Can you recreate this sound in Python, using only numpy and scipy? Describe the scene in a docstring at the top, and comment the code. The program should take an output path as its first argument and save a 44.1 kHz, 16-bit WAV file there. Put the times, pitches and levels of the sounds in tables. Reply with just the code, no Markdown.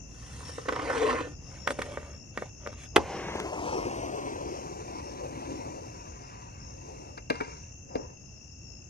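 """Skateboard on a concrete quarter pipe at night: dragged, set on the coping, dropped in, rolled off to
the left, popped and set down. Blows ring deck modes; scrapes and wheels are rough forces shaped by the body.
Crickets chirp and trill as pulsed tones, a far chorus shimmers as banded noise, a town rumbles as low noise.
Two spaced microphones: delay, level, phase, ramp reflections and reverberation follow the board."""
import sys
import numpy as np
from scipy import signal
from scipy.fft import rfft, irfft, next_fast_len
from scipy.io import wavfile
from scipy.ndimage import uniform_filter1d, map_coordinates

SR = 44100
rng = np.random.default_rng(int(sys.argv[2]) if len(sys.argv) > 2 else 0)


def waveform_to_disk(signal):
    """Save audio, clipped to [-1, 1], as 16-bit WAV at the path in sys.argv[1]."""
    frames = np.transpose(np.atleast_2d(signal))
    scaled = np.clip(frames, -1, 1) * 32767
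    samples = np.round(scaled).astype(np.int16)
    wavfile.write(sys.argv[1], SR, samples)


N = 392049


def amp(db):
    """Decibels to gain."""
    return 10 ** (np.asarray(db) / 20)


def unit(x):
    """x at rms 1."""
    return x / np.sqrt(np.mean(x ** 2) + 1e-20)


def along(points, hz):
    """(f/Hz, value) points interpolated on a log frequency axis."""
    f, v = np.transpose(points)
    return np.interp(np.log(hz + 1), np.log(f + 1), v)


def curves(rows):
    """One value per sample for each column after t/s."""
    s, *cols = np.transpose(rows)
    return [np.interp(np.arange(N) / SR, s, c) for c in cols]


def wobble(rate_hz):
    """Smooth random curve, rate_hz knots a second."""
    knots = rng.standard_normal(int(N * rate_hz / SR) + 4)
    return map_coordinates(knots, [np.arange(N) * rate_hz / SR])


def filtered(x, response):
    """x times a response of frequency."""
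    m = next_fast_len(x.shape[-1] + 8192, True)
    spectrum = rfft(x, m) * response(np.fft.rfftfreq(m, 1 / SR))
    return irfft(spectrum, m)[..., :x.shape[-1]]


def add(track, s, sound):
    """Add a sound to a track at time s."""
    part = track[max(round(s * SR), 0):][:len(sound)]
    part += sound[:len(part)]


def causal(gain):
    """Minimum-phase response of this gain: rings only after the blow."""
    c = irfft(np.log(np.maximum(gain, 1e-6)))
    half = len(c) // 2
    return np.exp(rfft(np.r_[c[0], 2 * c[1:half], c[half], np.zeros(half - 1)]))


def deck(modes, hz):
    """Gain of a flat response lifted by resonances."""
    lifts = (amp(db) ** 2 / (1 + (2 * (hz - f) / width) ** 2) for f, width, db in modes)
    return np.sqrt(1 + sum(lifts))


def thirds(hz, low_hz, high_hz):
    """Gains of a low, a middle and a high band whose powers add to one."""
    low = 1 / (1 + (hz / low_hz) ** 8)
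    high = 1 / (1 + (hz / high_hz) ** 8)
    return np.sqrt([low, np.abs(high - low), 1 - high])


def grains(rate_hz, spread_db):
    """Random impulses, rate_hz a second on average, log-normal sizes: sand and pits."""
    hits = rng.random(N) < rate_hz / SR
    return unit(hits * rng.standard_normal(N) * amp(spread_db * rng.standard_normal(N)))


def pair(spectrum, alike):
    """Stereo noise of rms 1; alike sets left-right correlation over frequency."""
    def mid_side(hz):
        turn = np.arccos(np.clip(along(alike, hz), -1, 1)) / 2
        return amp(along(spectrum, hz)) * [np.cos(turn), np.sin(turn)]
    mid, side = filtered(rng.standard_normal((2, N)), mid_side)
    return unit(np.array([mid + side, mid - side]))


def panned(x, ports):
    """Left and right at equal total power, with level and phase differences over frequency."""
    rows = np.array(ports)

    def gains(hz):
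        ratio = amp(along(rows[:, :2], hz))
        turn = np.exp(.5j * along(rows[:, ::2], hz))
        return np.array([ratio * turn, turn.conj()]) * np.sqrt(2 / (1 + ratio ** 2))
    return filtered(x, gains)


def shifting(x, depth_db, order=3, size=7):
    """Narrow bands of x come and go in short random patches."""
    z = signal.stft(x, nperseg=1024)[2]
    field = uniform_filter1d(rng.standard_normal(z.shape), order, 0)
    field = uniform_filter1d(field, size, 1)
    return signal.istft(z * amp(depth_db * unit(field)), nperseg=1024)[1][:N]


# exponents of low, middle and high band gain against pressure
PRESSURE_EXPONENTS = [1, 0.79, 1]


def strokes(rows):
    """Low, middle and high band gains: pressure rises, then falls, in each stroke."""
    t, power = np.arange(N) / SR, np.zeros((3, N))
    for s, rise, fall, *band_db in rows:
        pressure = np.minimum(1 + (t - s) / rise, 1 - (t - s) / fall)
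        touching = pressure > 0
        gain = amp(band_db)[:, None] * pressure[touching] ** np.c_[PRESSURE_EXPONENTS]
        power[:, touching] += gain ** 2
    return np.sqrt(power)


def rubbing(force, colour, gains, low_hz, high_hz):
    """Rough contact force through a body; low, middle and high parts each at their own gain."""
    parts = filtered(force, lambda hz: colour(hz) * thirds(hz, low_hz, high_hz))
    return sum(gain * unit(part) for gain, part in zip(gains, parts))


# town spectrum: [f/Hz, level/dB]
RUMBLE = [(22, -19.5), (35, -14.5), (48, -1.5), (72, 0), (100, -3), (125, -2.5), (180, -11), (250, -13.5),
          (400, -21), (700, -25), (1100, -34.5), (2200, -38), (4000, -52), (12000, -54)]


def town():
    """Far traffic and machinery: low noise, nearly alike at both microphones in the deep bass."""
    level_db, = curves([(0, -45.5), (3, -46.5), (7.5, -48.5), (8.9, -48.5)])
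    noise = pair(RUMBLE, [(80, 1.0), (200, 0.76), (500, 0.16), (2000, 0.0464)])
    return amp(level_db + 0.51 * wobble(5.4)) * noise


# far cricket spectrum: [f/Hz, level/dB]
CHORUS = [(4000, -58), (4700, -24.5), (5100, -8), (5550, 0.5), (5900, -5.5), (6250, 2), (6500, 1),
          (6750, -6.5), (7100, -4), (7400, -22), (7800, -48.5), (9000, -69)]
# left against right, source off to the left: [f/Hz, left excess/dB, phase lead/rad]
ASIDE = [(100, -1, -0.024), (359.5, 3, 0.56), (620, 6, 0.69), (1127, 1.5, 0.07), (2500, 1, -0.47),
         (4000, 1.5, 0.23), (5300, 17, -0.14), (6300, 5, -0.058), (7290, 4.5, 0), (8000, 1, -0.016),
         (10500, 1.5, -0.74)]


def chorus():
    """Countless far crickets merge into a shimmering noise band."""
    crowd = pair(CHORUS, [(5000, 0.209), (7000, .05)])
    crowd = crowd * amp(0.52 * wobble(3.0) + 0.3 * wobble(110))
    # singers join and drop out
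    crowd = np.array([shifting(channel, depth_db=4.0, order=4, size=12) for channel in crowd])
    return amp(-54.5) * unit(panned(crowd, ASIDE))


def trill(pitch_hz=2700, width_hz=190, pulse_hz=58.2):
    """Low-pitched cricket trilling without pause: sagging tone pulses, smeared by undergrowth."""
    t = np.arange(N) / SR
    stroke = (pulse_hz * t + 0.11 * wobble(3.1)) % 1
    swept_hz = pitch_hz * (1 - 0.092 * (stroke - .5))
    tone = np.sin(2 * np.pi * np.cumsum(swept_hz) / SR + 0.44 * wobble(60))
    pulse = np.sin(np.pi * stroke) ** 4
    pulses = unit(pulse * tone * amp(1.5 * wobble(12)))
    noise = rng.standard_normal((2, N))
    smear = unit(filtered(noise, lambda hz: 1 / (1 + ((hz - pitch_hz) / width_hz * 2) ** 2) ** 1.58))
    throb = unit(.55 + pulse)  # nearby leaves scatter in step with the strokes
    return amp(-77.5) * pulses + amp(-62.0) * smear * throb


# drag colour: [f/Hz, level/dB]
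RUB = [(80, -35.5), (180, -9), (265, 4), (380, 0), (640, 2.5), (830, -2), (1200, -7.5), (2000, -11.5),
       (2550, -5.5), (3600, -2), (4600, 1), (6500, 1.5), (9000, 2.5), (12000, -9)]
# board and shoe strokes: [peak t/s, rise/s, fall/s, deck drone level/dB, rasp level/dB, grit level/dB]
SCRAPES = [(.48, 0.42, 0.38, -57.5, -53, -51), (1.08, 0.43, 0.2, -30, -32.5, -47),
           (1.275, 0.04, 0.076, -40.5, -50.5, -61), (1.56, 0.17, 0.12, -51.5, -56.5, -64.5),
           (1.72, 0.052, 0.01, -34.5, -57, -41.5), (1.86, 0.25, 0.35, -43.5, -53, -56.5),
           (2.41, 0.081, 0.097, -48, -53.5, -59), (2.69, 0.11, 0.14, -49, -56.5, -68),
           (2.835, 0.076, 0.042, -62, -51, -55)]
# modes in the hand: [f/Hz, width/Hz, lift/dB]
HELD = [(295, 47, 21), (470, 57, 25), (560, 60, 14), (720, 82, 8.5), (1045, 130, 11.5), (1215, 150, 10.5),
        (1486, 120, 9.5), (1790, 70, 11.5), (1980, 74, 8.5), (2600, 83, -8), (3170, 140, 1.5)]
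# modes on the coping: [f/Hz, width/Hz, lift/dB]
PERCHED = [(210, 49, 19), (303, 50, 3.8), (438, 50, 13.8), (566, 91, 17), (930, 45, 6.5), (1217, 97, 8.4),
           (1550, 120, 11), (1864, 98, 11), (2242, 103, 12.2), (2750, 230, 3.3), (3390, 140, 8),
           (9800, 4700, 10.7)]
SKIPS_PER_S, SKIP_DB = 31, 1.4  # mean rate; swing either way


def scrape():
    """Board chatters over concrete, catching and slipping: in the hand, then on the coping."""
    t = np.arange(N) / SR
    skips = np.cos(2 * np.pi * (SKIPS_PER_S * t + 0.33 * wobble(14)))
    force = grains(rate_hz=5000, spread_db=1.0) + 0.71 * rng.standard_normal(N)
    force = force * amp(SKIP_DB * skips + 1.0 * wobble(110))
    force = shifting(force, depth_db=3.2, order=7, size=4)
    gains = strokes(SCRAPES)

    def through(modes):
        return rubbing(force, lambda hz: amp(along(RUB, hz)) * deck(modes, hz), gains, 1150, 2200)
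    perched_from_s = STANCES[1][0]
    return np.where(t < perched_from_s, through(HELD), through(PERCHED))


# scattered tail: [f/Hz, t60/s]
PARK = [(150, 0.22), (1000, 0.11), (3000, 0.095), (10000, 0.08)]


def park(x):
    """Ramps, fence and trees scatter a thin decaying tail, different at each microphone."""
    hz, t, z = signal.stft(rng.standard_normal((2, SR // 2)), SR, nperseg=256)
    decay = amp(-60 * t / along(PARK, hz)[:, None])
    tail = signal.istft(z * decay, SR, nperseg=256)[1]
    tail = tail * (1 - np.exp(-np.arange(tail.shape[1]) / SR / 0.00076))
    return signal.fftconvolve(x[None], tail / np.linalg.norm(tail[0]), axes=1)[:, :N]


# near crickets: [mean f/Hz, level before panning/dB, list of chirp t/s]
CRICKETS = [(5165, -61, [1.42, 2.82, 4.44, 6.2, 7.88]),
            (5355, -59.5, [.58, 1.8, 2.54, 3.07, 4.48, 5.81, 7.08, 8.47]),
            (5410, -56.5, [.69, 2.11, 3.71, 5.02, 6.58, 8.68]), (5510, -53.5, [.43, 1.58]),
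            (5545, -61, [1.44, 2.14, 2.62, 3.13, 3.7, 4.48, 5.53, 5.92, 6.65, 7.48, 7.96, 8.6]),
            (5780, -63.5, [.08, .48, 2.19, 3.36, 4.73, 6.18, 6.43, 7.64, 8.36])]
CHIRP_SCATTER = .002  # relative pitch deviation from chirp to chirp


def chirps(length_s=0.13, pulse_hz=63, sag=0.043):
    """Chirp: a run of wing strokes, each a tone sagging in pitch; bushes on the left blur it."""
    out, t = np.zeros(N), np.arange(int(length_s * SR)) / SR
    swell = np.sin(np.pi * t / length_s) ** .5
    flutter = np.pad(wobble(120), (0, SR))
    for hz, db, times in CRICKETS:
        for s, (pace, sharp) in zip(times, rng.standard_normal((len(times), 2))):
            stroke = (t * pulse_hz * (1 + 0.0173 * pace)) % 1
            swept_hz = hz * (1 + CHIRP_SCATTER * sharp - sag * (stroke - .5))
            phase = 2 * np.pi * np.cumsum(swept_hz) / SR
            tone = np.sin(phase + .5 * flutter[round(s * SR):][:len(t)])
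            add(out, s, amp(db) * unit(swell * np.sin(np.pi * stroke) ** 2 * tone))
    return (amp(2.5) * out + amp(0.5) * park(out)) * amp([[0], [-13]])


# blows on the board, with a few faint echoes after the pop:
# [t/s, contact length/s, level/dB, clack over thud/dB, tick over level/dB]
KNOCKS = [(0.403, 0.015, -54.5, 10, -14), (0.426, .016, -58, 9, -16), (0.449, 0.016, -67, 2, -1),
          (0.489, 0.014, -52, 6, -23), (0.579, 0.01, -40.5, -5.5, -31), (0.645, 0.03, -46, -0.5, -14),
          (0.682, 0.01, -33, -0.5, -8.5), (0.688, 0.0088, -32, 4.5, -9.5), (0.721, 0.01, -36, -6, -7),
          (0.727, 0.015, -39.5, -2, -7), (0.756, 0.016, -36.5, 0, -7), (0.792, 0.0097, -36, -1, -13),
          (0.83, 0.016, -49, -4, -10), (.895, 0.022, -40.5, 15, -9), (1.096, 0.024, -35, 2, -3),
          (1.129, 0.016, -40, -6, -9), (1.202, 0.016, -37, -8, -7.5), (1.6717, 0.0087, -29.5, 7, -7),
          (1.686, 0.0036, -42, 0, -16), (1.705, 0.0046, -33.5, -1, -8.5), (1.786, 0.015, -35.5, -9.5, -10),
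          (1.815, 0.012, -40.5, 8, 3), (1.972, 0.0045, -37, -5.5, -25), (2.026, .012, -51, -6, -13),
          (2.374, 0.0051, -34.5, -2, -10), (2.42, 0.0081, -37.5, -10.5, -31),
          (2.661, 0.0055, -43.5, 3, -21), (2.671, 0.0064, -40.5, -5, -8), (2.728, 0.005, -54, -2, -7),
          (2.9595, 0.0061, -27, -2, -1), (2.962, 0.0085, -17, -2.5, -9.5), (2.973, 0.022, -32, -18, -21.5),
          (3.274, 0.023, -39.5, -10.5, -33), (3.348, 0.022, -43, -19, -10.5), (3.399, 0.0059, -44.5, 0, 2),
          (7.172, 0.017, -45.5, 3.5, -4), (7.2977, 0.0098, -37, 9, 3), (7.302, 0.0097, -29.5, -8, -16),
          (7.327, .008, -58, 2, -2), (7.352, 0.0088, -49.5, 7, 0), (7.36, 0.0066, -55, 3, -8),
          (7.4, 0.0125, -40, 7, -11), (7.407, 0.009, -32, 0, -11.5), (7.457, .014, -59, -1, -12),
          (7.476, .012, -51, -8, -25.5), (7.52, 0.025, -52.5, -3, -7), (7.951, .012, -35.5, -16.5, -13),
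          (7.988, 0.021, -51, -23, -28)]
# blow colour: [f/Hz, level/dB]
BLOW = [(40, -11.5), (90, 0), (200, -3), (350, -2.5), (650, 3.5), (1100, 12.5), (2000, 8), (3300, 1.5),
        (4600, -3), (7000, -6.5), (9000, -14.5), (12000, -13)]
# modes ridden: [f/Hz, width/Hz, lift/dB]
RIDDEN = [(85, 47, 16), (200, 60, 3.9), (339, 44, 15.6), (401, 85, 18.2), (725, 49, 9.8), (870, 69, 15),
          (1307, 110, 8.1), (1580, 120, 5.5), (2050, 150, 5.9), (2590, 130, 12.2), (3020, 140, 10.6),
          (3390, 170, 14.4), (9600, 2200, 18)]
# modes popped loose: [f/Hz, width/Hz, lift/dB]
LOOSE = [(273.6, 71, 19), (464, 61, 21.6), (661, 120, 17.7), (965, 36, 6.8), (1195, 60, 10),
         (1380, 45, 6.8), (1614, 75, 11.5), (2102, 71, 15), (2376, 34, 15), (2735, 51, 17),
         (4120, 100, 13.6), (4860, 150, 19)]
# narrow woody modes, empty board back on its wheels: [f/Hz, width/Hz, lift/dB]
SET_DOWN = [(269, 63, 23.5), (439, 46, 26), (724, 30, 15), (940, 20, 25), (1355, 25, 21.5), (1540, 90, 15),
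            (1900, 78, 10), (2290, 52, 20.5), (2650, 49, 11)]
# support of the board: [start t/s, mode table]
STANCES = [(0, HELD), (1.5, PERCHED), (2.9, RIDDEN), (5, LOOSE), (7.38, SET_DOWN), (7.8, LOOSE)]
THUD_TOP_HZ, CLACK_TOP_HZ = 618, 2355  # band edges at the usual blow; tick above
CLACK_OCTAVE_DB, USUAL_BLOW_DB = 40, -28.5  # clack edge rises an octave per 40 dB of blow


def knocks(size=4096):
    """Short crunches of contacts ring the deck in the modes of its stance; faint echoes share the method."""
    out, hz, t = np.zeros(N), np.fft.rfftfreq(size, 1 / SR), np.arange(size) / SR
    colour = amp(along(BLOW, hz))
    buzz = amp(-7 - 60 * t / .026)  # loose hardware rattles after the blow
    for s, length, db, hard_db, tick_db in KNOCKS:
        band_db = [db - hard_db / 2, db + hard_db / 2, db + tick_db]
        press = np.abs(np.sin(np.pi * np.minimum(t / length, 1))) ** 0.53 + buzz
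        crunch = rng.standard_normal(size)
        for _ in range(8):  # flatten the spectrum: a hard contact holds all frequencies alike
            crunch = irfft(np.exp(1j * np.angle(rfft(crunch * press))))
        force = rfft(crunch * press)
        modes = [table for start, table in STANCES if start <= s][-1]
        # each spot favours other modes
        struck = [(f, width, lift + 1.5 * rng.standard_normal()) for f, width, lift in modes]
        clack_top_hz = CLACK_TOP_HZ * 2 ** ((db - USUAL_BLOW_DB) / CLACK_OCTAVE_DB)
        body = thirds(hz, THUD_TOP_HZ, clack_top_hz) * colour * deck(struck, hz)
        energy = np.sum(irfft(body * force) ** 2, axis=1) / (.02 * SR)  # levels: rms over 20 ms
        gain = np.sqrt((amp(band_db) ** 2 / energy) @ body ** 2)
        add(out, s, irfft(force * causal(gain)))
    return out


DRONE_S, DRONE_RISE_S, DRONE_FALL_S, DRONE_DB = 1.055, 0.0505, 0.04, -24
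DRONE_LIGHT_HZ, DRONE_PRESSED_HZ = 462, 432


def drone():
    """Slips lock onto the deck's bending mode: a rough groan whose pitch sinks under pressure."""
    t = np.arange(N) / SR - DRONE_S
    pressure = np.exp(-np.maximum(-t / DRONE_RISE_S, t / DRONE_FALL_S))
    pitch_hz = DRONE_LIGHT_HZ + (DRONE_PRESSED_HZ - DRONE_LIGHT_HZ) * np.sqrt(pressure)
    tone = np.sin(2 * np.pi * np.cumsum(pitch_hz) / SR + 0.95 * wobble(70.27))
    return amp(DRONE_DB) * pressure * unit(tone * amp(1.3 * wobble(80)))


GROAN_S, GROAN_FADE_S, GROAN_HZ, GROAN_DB = 1.113, 0.078, 287, -33


def groan():
    """Under the heaviest drag the deck also shudders in its lowest mode: narrow-band noise."""
    swell = np.exp(-np.abs(np.arange(N) / SR - GROAN_S) / GROAN_FADE_S)
    shudder = filtered(rng.standard_normal(N), lambda hz: 1 / (1 + ((hz - GROAN_HZ) / 45) ** 4))
    return amp(GROAN_DB) * swell * unit(shudder)


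# loose trucks and bearings after a jolt: [t/s, length/s, starting level/dB]
RATTLES = [(1.83, 0.28, -61), (7.327, 0.15, -45.5), (7.41, .24, -54.5)]


def rattles(size=4096):
    """Small uneven clicks of loose hardware ring the board's upper modes."""
    hz, t = np.fft.rfftfreq(size, 1 / SR), np.arange(N) / SR
    ring = irfft(causal(deck(LOOSE, hz) ** 2 * thirds(hz, 1100, 2600)[1]))
    clicks = unit(signal.fftconvolve(grains(rate_hz=360, spread_db=1.1), ring)[:N])
    level = sum(amp(db) * (t > s) * np.clip(1 - (t - s) / length, 0, 1) for s, length, db in RATTLES)
    return clicks * level


# coast away from the ramp: [t/s, common level before offsets/dB]
COAST = [(3.08, -32.5), (3.25, -39.5), (3.45, -34.5), (3.7, -30.5), (4.1, -32.5), (4.75, -38.5), (5.2, -38),
         (5.55, -37.5), (5.88, -42), (6.1, -48.5), (6.6, -57), (6.9, -44.5), (7.15, -47)]
COAST_START_S, COAST_END_S, COAST_FADE_S = 2.92, 7.33, 0.3
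ROAR_OFFSET_DB, TREBLE_OFFSET_DB = -2.5, -17  # re common level
WHIRR_PEAK_DB, WHIRR_DB_PER_DB = -56, 0.933  # bearings on the flat; slope against common level
RAMP_FOOT_S, RAMP_BLEND_S, RAMP_WHIRR_LIFT_DB = 4, 0.13, 3.5  # wheels brighter on the slope


def coast():
    """Gains of roar, bearing whirr and treble: one level as the board slows and recedes."""
    t, (level_db,) = np.arange(N) / SR, curves(COAST)
    rolling = np.clip(np.minimum(t - COAST_START_S, COAST_END_S - t) / COAST_FADE_S, 0, 1)
    on_ramp = np.clip((RAMP_FOOT_S - t) / RAMP_BLEND_S, 0, 1)
    whirr_db = WHIRR_PEAK_DB + WHIRR_DB_PER_DB * (level_db - level_db.max())
    whirr_db = whirr_db + RAMP_WHIRR_LIFT_DB * on_ramp
    return rolling * amp([level_db + ROAR_OFFSET_DB, whirr_db, level_db + TREBLE_OFFSET_DB])


# hollow note drifting as the board recedes: [t/s, centre f/Hz, lift/dB]
HOLLOW = [(3, 410, 0.5), (3.4, 390, 4), (3.7, 333, -0.5), (4, 335, 2.5), (4.4, 373, 2.5), (4.8, 390, 2),
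          (5.1, 295, 2), (5.6, 300, 2.5), (6.2, 336, 1.5), (7.2, 295, 0.5)]
HOLLOW_DIES_HZ = 890


def hollow(x):
    """Moving spectral ripple, first peak above 0 Hz on the hollow note, fading up the spectrum."""
    hz, t, z = signal.stft(x, SR, nperseg=2048)
    s, *cols = np.transpose(HOLLOW)
    centre_hz, lift_db = (np.interp(t, s, c) for c in cols)
    fade = np.exp(-(hz[:, None] / HOLLOW_DIES_HZ) ** 2)
    ripple = np.cos(2 * np.pi * hz[:, None] / centre_hz) * fade
    return signal.istft(z * amp(lift_db * ripple), SR, nperseg=2048)[1][:N]


# wheel colour: [f/Hz, level/dB]
WHEEL = [(50, -40), (90, -3), (220, 0), (340, 4), (450, 3.5), (560, 5.5), (720, 0.5), (980, 1), (1200, -7),
         (1500, -12.5), (2000, -15), (2600, -13), (3500, -24), (6000, -16.5), (7500, -32.5), (8800, -26.5),
         (12000, -81)]
# wheel surges, as after landing, pop, set-down:
# [peak t/s, rise/s, fall/s, roar level/dB, whirr level/dB, treble level/dB]
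SPINS = [(2.99, 0.046, 0.068, -30, -67, -47.5), (3.2, 0.14, 0.17, -55, -59, -70),
         (6.3, 0.53, 0.56, -62, -55.5, -62.5), (7.34, 0.037, 0.42, -50, -56, -55),
         (7.99, 0.14, 0.19, -45.5, -63, -72)]


def roll():
    """Four hard wheels over countless fine pits: a dense, lumpy roar."""
    force = grains(rate_hz=9000, spread_db=2.5) + 0.8 * rng.standard_normal(N)
    force = force * amp(0.9 * wobble(50) + 0.6 * wobble(9))
    force = shifting(force, depth_db=2.5, order=4, size=4)  # surface varies from patch to patch
    gains = np.hypot(coast(), strokes(SPINS))
    return rubbing(hollow(force), lambda hz: amp(along(WHEEL, hz)), gains, 1130, 2000)


# treble hiss spectrum: [f/Hz, level/dB]
HISS = [(4500, -39), (6500, -18.5), (8500, 14.5), (9600, -8.5), (10400, -49.5), (11500, 9.5), (12500, -21)]


def hiss():
    """Airy, uneven treble hiss follows the rolling level, almost unrelated at the two microphones."""
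    return amp(-13.0 + 0.57 * wobble(10)) * coast()[2] * pair(HISS, [(6000, 0.068)])


# wheel rush in the curve: [f/Hz, width/Hz, lift/dB]
CARVE = [(925, 150, 15), (1640, 160, 17), (2090, 130, 16.5), (2740, 360, 11)]
CARVE_S, CARVE_RISE_S, CARVE_FALL_S, CARVE_DB = 3.3, 0.31, 0.17, -43
BOOM_HZ, BOOM_WIDTH_HZ, BOOM_DB = 185, 114, -41


def carve():
    """Load in the curve: wheels rush in resonant bands and the ramp thrums."""
    t = np.arange(N) / SR - CARVE_S
    load = np.clip(np.minimum(1 + t / CARVE_RISE_S, 1 - t / CARVE_FALL_S), 0, 1)
    rush = filtered(rng.standard_normal(N), lambda hz: deck(CARVE, hz) * thirds(hz, 714, 4380)[1])
    boom = filtered(rng.standard_normal(N), lambda hz: 1 / (1 + (2 * (hz - BOOM_HZ) / BOOM_WIDTH_HZ) ** 2))
    return np.sqrt(load) * (amp(CARVE_DB) * unit(rush) + amp(BOOM_DB) * unit(boom))


def ramp(x, count=14, span_s=.016):
    """Curved concrete returns a cluster of quick reflections, redrawn every 0.2 s and crossfaded."""
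    size, hop = int(span_s * SR), SR // 5
    out, padded = np.zeros((2, N + hop)), np.pad(x, (hop, 2 * hop))
    fade = np.sin(np.pi * np.arange(2 * hop) / (2 * hop))
    for start in range(0, N + hop, hop):
        for channel in out:
            late, taps = rng.random(count), np.zeros(size + 40)
            taps[40 + (late * size).astype(int)] = rng.choice([-1, 1], count) * amp(-12 * late)
            block = padded[start:start + 2 * hop] * fade
            add(channel, start / SR, signal.fftconvolve(block, taps / np.linalg.norm(taps)))
    return out[:, hop:]


# board position: [t/s, lead at left/ms, share off to the left/0-1, ramp level/dB, reverberation level/dB]
PATH = [(0, -0.021, 0.33, -11, -7), (2.95, -0.036, 0.6, -7.5, -17), (3.3, 0.11, 0.8, -11, -37),
        (3.55, 0.23, 1, -18, -24), (4, 0.35, 1, -11, -16), (4.8, 0.45, 0.95, -32, -13),
        (8, 0.48, 0.96, -9, -9)]
# left against right, source ahead: [f/Hz, left excess/dB, phase lead/rad]
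AHEAD = [(100, -0.5, -7), (380, -0.5, -0.6), (609, -4, -1.8), (890, -7, -1.5), (1687, -7, -1.95),
         (2700, -6.5, 1.5), (3800, -8.5, -0.5), (5400, -1, 0.5), (7500, -8.5, -2), (9200, -12, 0),
         (10500, -4.5, -1.5)]


def skateboard():
    """As the board moves left its sound reaches the left microphone earlier, in another colour."""
    board = knocks() + rattles() + scrape() + drone() + groan() + roll() + carve()
    lead_ms, aside, ramp_db, wet_db = curves(PATH)
    aside = np.clip(aside, 0, 1)
    both = (1 - aside) * panned(board, AHEAD) + aside * panned(board, ASIDE)
    reads = np.arange(N) + np.outer([.5, -.5], lead_ms) * SR / 1000
    direct = np.array([map_coordinates(channel, [read]) for channel, read in zip(both, reads)])
    # the curves scatter the middle of the range
    middle = filtered(board * amp(ramp_db), lambda hz: thirds(hz, 480, 5840)[1])
    return direct + ramp(middle) + park(board * amp(wet_db))


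def scene():
    """The skateboard among the night sounds."""
    return skateboard() + hiss() + chirps() + chorus() + trill() + town()


FULL_SCALE, TOP_HZ = 0.85, 12200


def record(dry):
    """Round off peaks towards FULL_SCALE, then cut steeply above TOP_HZ."""
    rounded = dry / (1 + (dry / FULL_SCALE) ** 8) ** (1 / 8)
    return filtered(rounded, lambda hz: 1 / (1 + (hz / TOP_HZ) ** 80))


dry = scene()
out = record(dry)
waveform_to_disk(out)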